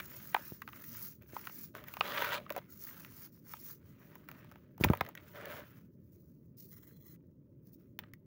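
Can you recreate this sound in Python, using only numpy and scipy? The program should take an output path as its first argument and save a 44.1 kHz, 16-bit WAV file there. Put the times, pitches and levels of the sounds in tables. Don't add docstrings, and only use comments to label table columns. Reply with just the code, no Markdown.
import sys
import numpy as np
from scipy import signal
from scipy.io import wavfile
from scipy.ndimage import uniform_filter1d

SR = 44100
rng = np.random.default_rng(int(sys.argv[2]) if len(sys.argv) > 2 else 0)


def gain_from_db(level_db):
    decades = np.asarray(level_db, float) / 20
    return 10 ** decades


def store_wav(level_fs):
    pcm = np.round(np.clip(np.atleast_2d(level_fs), -1, 1) * 32767)
    wavfile.write(sys.argv[1], SR, pcm.T.astype(np.int16))


N = 364258

# start_s, peak_db, ring_pitch_hz, gritty_tick_db (against the peak)
LUMP_CRACKS = [(0.345, -24, 1180, -3.5), (.347, -14.5, 1050, -25), (0.365, -25.5, 962, -17.5),
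               (0.619, -33.5, 1600, -3.5), (.677, -35.5, 1270, -11), (.689, -39, 1300, -5.5),
               (0.731, -40.5, 1390, -30), (0.84, -44, 2020, 0), (0.95, -43, 1520, -25),
               (1.223, -66, 1500, 14), (1.366, -28, 1000, -31), (1.453, -48, 2430, 10),
               (1.471, -32, 1400, -3.5), (1.496, -40.5, 1070, -4.5), (1.751, -33, 1570, -6),
               (1.84, -43.5, 1400, 1.5), (1.884, -42.5, 2100, 7), (1.939, -36, 1270, 4.5),
               (1.969, -31.5, 1185, -8), (2.009, -14.5, 1270, -26), (2.066, -37, 2500, -10),
               (2.221, -22.5, 885, -6), (2.464, -42.5, 1270, -25), (2.495, -39, 1830, -5),
               (2.504, -26.5, 1600, -2.5), (2.507, -29, 573, -30), (2.523, -39.5, 1590, 4),
               (2.564, -29.5, 750, -2), (2.578, -30.5, 695, -4.5), (2.872, -42.5, 1900, -2),
               (2.889, -44, 2140, -1), (2.91, -46, 1860, -4), (3.048, -38.5, 1600, -2),
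               (3.537, -35.5, 950, 3), (4.155, -45, 980, 2.5), (4.288, -37.5, 1270, -1),
               (4.315, -41, 1510, 1), (4.446, -51, 950, -3), (4.515, -46, 1200, -1), (4.522, -50, 950, 0),
               (4.558, -45.5, 987, -12), (4.779, -46, 1050, -1), (4.838, -15, 2330, -27.5),
               (4.842, -17, 2000, -2.5), (4.846, -19, 910, -1), (4.887, -29, 1596, -21),
               (4.901, -30, 940, -4), (4.935, -22, 783, -12), (4.951, -37.5, 1890, 0),
               (4.973, -38.5, 2300, 1.5), (5.009, -21.5, 1930, -8.5), (5.011, -16, 840, -17),
               (5.043, -56, 2900, -14), (5.05, -42, 1460, -3), (5.064, -40, 1920, -5), (5.089, -41, 980, 3),
               (5.152, -38, 1630, 0.5), (5.175, -36.5, 2250, -12), (5.357, -49, 2100, -7),
               (5.435, -41, 1270, -20), (5.456, -37, 1790, 0), (7.16, -63.5, 1800, 2),
               (7.671, -79, 2900, 28), (7.99, -32.5, 3160, 2), (7.99, -36.5, 1806, -24),
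               (7.99, -38.5, 940, -16), (8.037, -43.5, 1450, -35), (8.136, -43, 2200, 1)]
# start_s, peak_db, pitch_hz, push_length_ms
TUB_PUSHES = [(0.521, -32.5, 227, 0.25), (1.334, -36, 290, 0.48), (4.801, -33, 297.3, .5),
              (4.81, -18, 202.4, 0.7), (4.838, -20, 300.6, .5), (4.848, -16, 247, 0.6),
              (4.851, -21, 95, 1.8), (4.867, -22.5, 200, 1.2), (4.901, -9.5, 180, 0.5),
              (4.911, -22, 300, .6), (5.012, -28, 163.3, 1.5)]
# frequency_hz, level_db, t60_s (before any added damping)
TUB_MODES = [(95, -5, 0.29), (144.3, -15, 0.2), (180, 6.5, 0.025), (335, 2, 0.039), (463.7, -3.5, 0.036),
             (586.3, 2, 0.038), (830, -10, 0.019), (950, 4, 0.049), (1270, 12, 0.025), (1520, 5, 0.03),
             (1936, -2, 0.064), (2150, 0.5, 0.016), (3000, 17.5, 0.003526), (3494, 0, 0.012)]
# frequency_hz, density_db (per Hz)
GRIT_SPECTRUM = [(900, -55.5), (1900, -27.5), (3400, -28), (4100, -20.5), (5000, -17), (6500, -15),
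                 (7500, -21.5), (8500, -28.5), (9600, -20.5), (11000, -17), (13800, -15.5), (14600, -3.5),
                 (15700, 3), (16100, -17.5), (16900, -28), (17200, -47.5)]
# frequency_hz, density_db (per Hz)
CRUMB_SPECTRUM = [(200, -42), (400, -31.5), (540, -11), (760, -11.5), (1000, -4), (1600, -1), (2500, -6),
                  (3400, -17), (9000, -34)]
# frequency_hz, density_db (per Hz)
HUM_SPECTRUM = [(24, -53.5), (40, -24.5), (60, -11.5), (106, -8), (144, -6), (372, -16), (422, -23),
                (600, -28), (790, -64), (873, -42), (2000, -68), (2770, -71), (16000, -76.5)]
# crest_s, rise_s, fall_s, grit_db, crumb_db
HAND_MOVES = [(0, .02, 0.014, -43.5, -40), (0.202, 0.78, 0.51, -51.5, -59.5),
              (.38, 0.017, 0.093, -60, -53.5), (0.49, 0.3, 0.13, -51, -63.5), (.8, 0.14, 0.077, -53, -60),
              (1.008, 0.28, 0.162, -45, -59.5), (1.223, .015, 0.026, -65.5, -62),
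              (1.366, 0.13, 0.27, -54, -59.5), (1.599, 0.23, 0.12, -48, -63.5),
              (1.755, 0.017, 0.12, -60, -52), (1.879, .04, 0.58, -56.5, -59),
              (2.05, 0.044, 0.34, -51.5, -43), (2.202, 0.15, 0.22, -46.5, -37.5),
              (2.337, 0.054, 0.049, -47, -32), (2.379, 0.07, 0.013, -54, -41.5),
              (2.513, 0.0506, 0.22, -64, -61), (2.589, 0.067, 0.0071, -65.5, -49.5),
              (2.71, .04, 0.12, -54, -77.5), (2.841, 0.077, 0.1242, -45.5, -64),
              (2.98, 0.29, 0.2, -54.5, -60.5), (3.25, 0.32, 0.054, -53, -64), (3.36, 0.081, 0.09, -65, -77),
              (3.534, 0.11, 0.12, -51, -61), (3.708, 0.17, 0.074, -46.5, -65.5), (3.9, 0.14, 0.1, -69, -69),
              (4.068, 0.19, 0.43, -68, -66), (4.311, 0.052, 0.46, -69, -64.5),
              (4.52, 0.044, 0.3, -79.5, -74.5), (4.812, 0.015, 0.037, -43, -49),
              (4.871, 0.081, 0.18, -56, -48.5), (5.024, 0.022, 0.073, -69, -57.5),
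              (5.08, 0.074, 0.077, -69.5, -59), (5.182, 0.06, 0.31, -71, -64.5),
              (5.288, .08, 0.19, -61, -67), (5.373, 0.067, 0.36, -63, -52), (5.528, 0.11, 0.16, -54, -49),
              (5.76, 0.26, 0.12, -67, -69.5), (6.13, 0.023, .05, -67.5, -99), (6.2, 0.45, 0.37, -75, -92),
              (6.575, 0.008, 0.24, -57.5, -85), (6.72, 0.016, 0.0583, -56, -73.5),
              (6.772, 0.015, 0.066, -58, -70.5), (6.829, 0.0088, 0.047, -56.5, -70),
              (6.875, 0.014, 0.11, -60, -76), (6.965, 0.0067, 0.041, -65, -83.5),
              (7.1, 0.14, 0.063, -60.5, -83), (7.152, 0.15, 0.007, -67.5, -81),
              (7.681, .06, 0.05, -70, -88.5), (7.743, .025, 0.026, -60.5, -98), (7.8, .06, 0.17, -79, -83),
              (8.009, 0.023, 0.15, -81, -69.5)]
# frequency_hz, level_db
HOLLOW_MODES = [(1160, -4), (2000, 6), (3340, -3), (4080, -3)]

HUM_DB = -58.5
STEADY_LIMIT_HZ = 15830
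FLANK_DB, FLANK_BEND = 23.5, 1.64
REST_GRIT_DB, REST_CRUMB_DB = -88.5, -93
WALL_FULL_DB = -48
CRUNCH_FROM_DB, CRUNCH_GAIN, CRUNCH_BAND_HZ = -55.5, 0.6, (2300, 3700)
BREAK_MS, BREAK_SPREAD = 2.31, 0.18
LUMP_SHARE, LUMP_CYCLES = 0.59, 11
HOLLOW_FROM_S, HOLLOW_TO_S = 6.71, 7.16
HOLLOW_WIDTH_HZ, HOLLOW_DB = 110, -13


def evened(x):
    return x / np.sqrt(np.mean(x ** 2) + 1e-20)


def causal(points, size=4096):
    f, db = np.transpose(points)
    hz = abs(np.fft.fftfreq(size, 1 / SR))
    level_db = np.interp(np.log(hz + 1), np.log(f + 1), db)
    log_gain = np.log(gain_from_db(np.maximum(level_db, -100)))
    phase = -signal.hilbert(log_gain).imag
    return np.fft.ifft(np.exp(log_gain + 1j * phase)).real[:size // 2]


def add(mix, start_s, sound):
    part = mix[round(start_s * SR):][:len(sound)]
    part += sound[:len(part)]


def grains(per_s, spread_db, clump_db, clump_ms):
    struck = rng.random(N) < per_s / SR
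    strength = rng.standard_normal(N)
    size = np.minimum(rng.exponential(1, N), 4)
    memory = np.exp(-1000 / (clump_ms * SR))
    clumps = evened(signal.lfilter([1], [1, -memory], rng.standard_normal(N)))
    return evened(struck * strength * gain_from_db(spread_db * size + clump_db * clumps))


def tub(hz, octaves, damping, weights):
    f, db, t60 = np.transpose(TUB_MODES)[:, :, None]
    t = np.arange(SR // 8) / SR
    near = np.exp(-0.5 * (np.log2(f / hz) / octaves) ** 2)
    decay = gain_from_db(db - 60 * damping * t / t60)
    modes = weights[:, None] * near * decay * np.sin(2 * np.pi * f * t)
    return modes.sum(0)


def patchy(x, patch_db):
    z = signal.stft(x, nperseg=512)[2]
    patches, streaks = rng.standard_normal(z.shape[::-1] + (2,)).T
    patches = evened(uniform_filter1d(uniform_filter1d(patches, size=18, axis=0), size=7, axis=1))
    streaks = evened(uniform_filter1d(uniform_filter1d(streaks, size=2, axis=0), size=12, axis=1))
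    drifting = z * gain_from_db(patch_db * patches + 2.2 * streaks)
    return evened(signal.istft(drifting, nperseg=512)[1][:N])


def effort():
    crest, rise, fall, grit_db, crumb_db = np.transpose(HAND_MOVES)[:, :, None]
    t = np.arange(0, N + 64, 64) / SR
    away = np.where(t < crest, (crest - t) / rise, (t - crest) / fall)
    power_shape = gain_from_db(-2 * FLANK_DB * away ** FLANK_BEND)
    levels = []
    for crest_db, rest_db in ((grit_db, REST_GRIT_DB), (crumb_db, REST_CRUMB_DB)):
        power = (gain_from_db(2 * crest_db) * power_shape).sum(0) + gain_from_db(2 * rest_db)
        levels.append(np.interp(np.arange(N) / SR, t, 10 * np.log10(power)))
    return levels


def flow():
    grit_db, crumb_db = effort()
    specks = grains(14000, 1.5, 2.6, 9) + 0.2 * grains(120, 4, 3, 30)
    crumbs = grains(3500, 2.8, 2.3, 4) + 0.2 * grains(90, 4, 3, 30)
    grit = patchy(signal.oaconvolve(specks, causal(GRIT_SPECTRUM))[:N], 0.84)
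    heap = patchy(signal.oaconvolve(crumbs, causal(CRUMB_SPECTRUM))[:N], 2.0)

    rings = []
    for hz in (540, 840, 1110, 1520, 2380):
        spot = tub(hz, 0.37 * min(1, hz / 900), 0.95, rng.choice([-1., 1.], len(TUB_MODES)))
        rings.append(evened(signal.oaconvolve(grains(1600, 2.2, 2.5, 10), spot)[:N]))
    low, deep, *high = rings
    coarse_db = 0.69 * np.clip(crumb_db - grit_db, -20, 10) - np.maximum(crumb_db - WALL_FULL_DB, 0)

    crunch = evened(signal.lfilter(*signal.butter(2, CRUNCH_BAND_HZ, "band", fs=SR), crumbs))
    crunch_db = -19.5 + CRUNCH_GAIN * np.clip(crumb_db - CRUNCH_FROM_DB, 0, 16)
    heap = heap + gain_from_db(crunch_db) * (crunch + 0.9 * deep)
    patter = evened(heap + 0.25 * sum(high) + 0.58 * gain_from_db(coarse_db) * low)
    return gain_from_db(grit_db) * (grit + hollow(specks)) + gain_from_db(crumb_db) * patter


def hum():
    real, imag, patches = rng.standard_normal((N // 512 + 5, 1025, 3)).T
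    patches = evened(uniform_filter1d(uniform_filter1d(patches, size=3, axis=0), size=5, axis=1))
    f, db = np.transpose(HUM_SPECTRUM)
    shape_db = np.interp(np.log(np.fft.rfftfreq(2048, 1 / SR) + 1), np.log(f + 1), db)
    z = (real + 1j * imag) * gain_from_db(shape_db[:, None] + 2.0 * patches)
    return gain_from_db(HUM_DB) * evened(signal.istft(z, nperseg=2048, noverlap=1536)[1][:N])


def cracks():
    out = np.zeros(N)
    t = np.arange(SR // 20) / SR
    grit, snap = causal(GRIT_SPECTRUM), causal(CRUMB_SPECTRUM)
    for start_s, db, hz, tick_db in LUMP_CRACKS:
        break_ms = BREAK_MS * np.exp(BREAK_SPREAD * rng.standard_normal())
        fade = np.exp(-1000 * t / break_ms)
        slips = rng.standard_normal(len(t)) ** 3 * fade
        spray = rng.standard_normal(len(t)) * fade ** 2
        slips[0], spray[0] = 14, 5

        ring = tub(hz, 0.44, 2.2, 1 + rng.standard_normal(len(TUB_MODES)) / 4)
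        lump = gain_from_db(-60 * t * hz / LUMP_CYCLES) * np.sin(2 * np.pi * hz * t)
        ring[:len(t)] += LUMP_SHARE * abs(ring).max() * lump
        ring[:len(snap)] += 0.5 * snap / abs(snap).max() * abs(ring).max()

        band = signal.butter(2, [hz / 1.5, hz * 3.2], "band", fs=SR)
        knock = signal.lfilter(*band, signal.fftconvolve(slips, ring))
        tick = signal.fftconvolve(spray, grit)
        add(out, start_s, gain_from_db(db) * knock / abs(knock).max())
        add(out, start_s, gain_from_db(db + tick_db) * tick / abs(tick).max())
    return out


def room(x, t60=0.086):
    t = np.arange(SR // 4) / SR
    tail = rng.standard_normal(len(t)) * gain_from_db(-60 * t / t60) * (t > 0.003)
    return signal.oaconvolve(x, tail / np.linalg.norm(tail))[:N]


def thumps():
    out = np.zeros(N)
    for start_s, db, hz, push_ms in TUB_PUSHES:
        push = -np.hanning(round(push_ms * SR / 1000))
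        ring = np.convolve(push, tub(hz, 0.52, 1.6, np.ones(len(TUB_MODES))))
        add(out, start_s, gain_from_db(db) * ring / abs(ring).max())
    return out


def hollow(specks):
    rings = np.zeros(N)
    for hz, db in HOLLOW_MODES:
        peak = signal.iirpeak(hz, hz / HOLLOW_WIDTH_HZ, SR)
        rings += gain_from_db(db) * evened(signal.lfilter(*peak, specks))
    t = np.arange(N) / SR
    cupped = (t > HOLLOW_FROM_S) & (t < HOLLOW_TO_S)
    return gain_from_db(HOLLOW_DB) * patchy(rings, 4.5) * cupped


def scene():
    lowpass = signal.firwin(301, STEADY_LIMIT_HZ, window=("kaiser", 8), fs=SR)
    steady = signal.oaconvolve(flow() + hum(), lowpass, "same")
    knocks = cracks()
    return (steady + knocks + gain_from_db(-19.5) * room(knocks) + thumps())[None]


def top_cut(x):
    return signal.sosfilt(signal.butter(12, 17140, fs=SR, output="sos"), x)


def record(dry):
    bass_cut = signal.butter(4, 68, "high", fs=SR, output="sos")
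    mix = signal.sosfilt(bass_cut, dry)
    return top_cut(mix)


dry = scene()
out = record(dry)
store_wav(out)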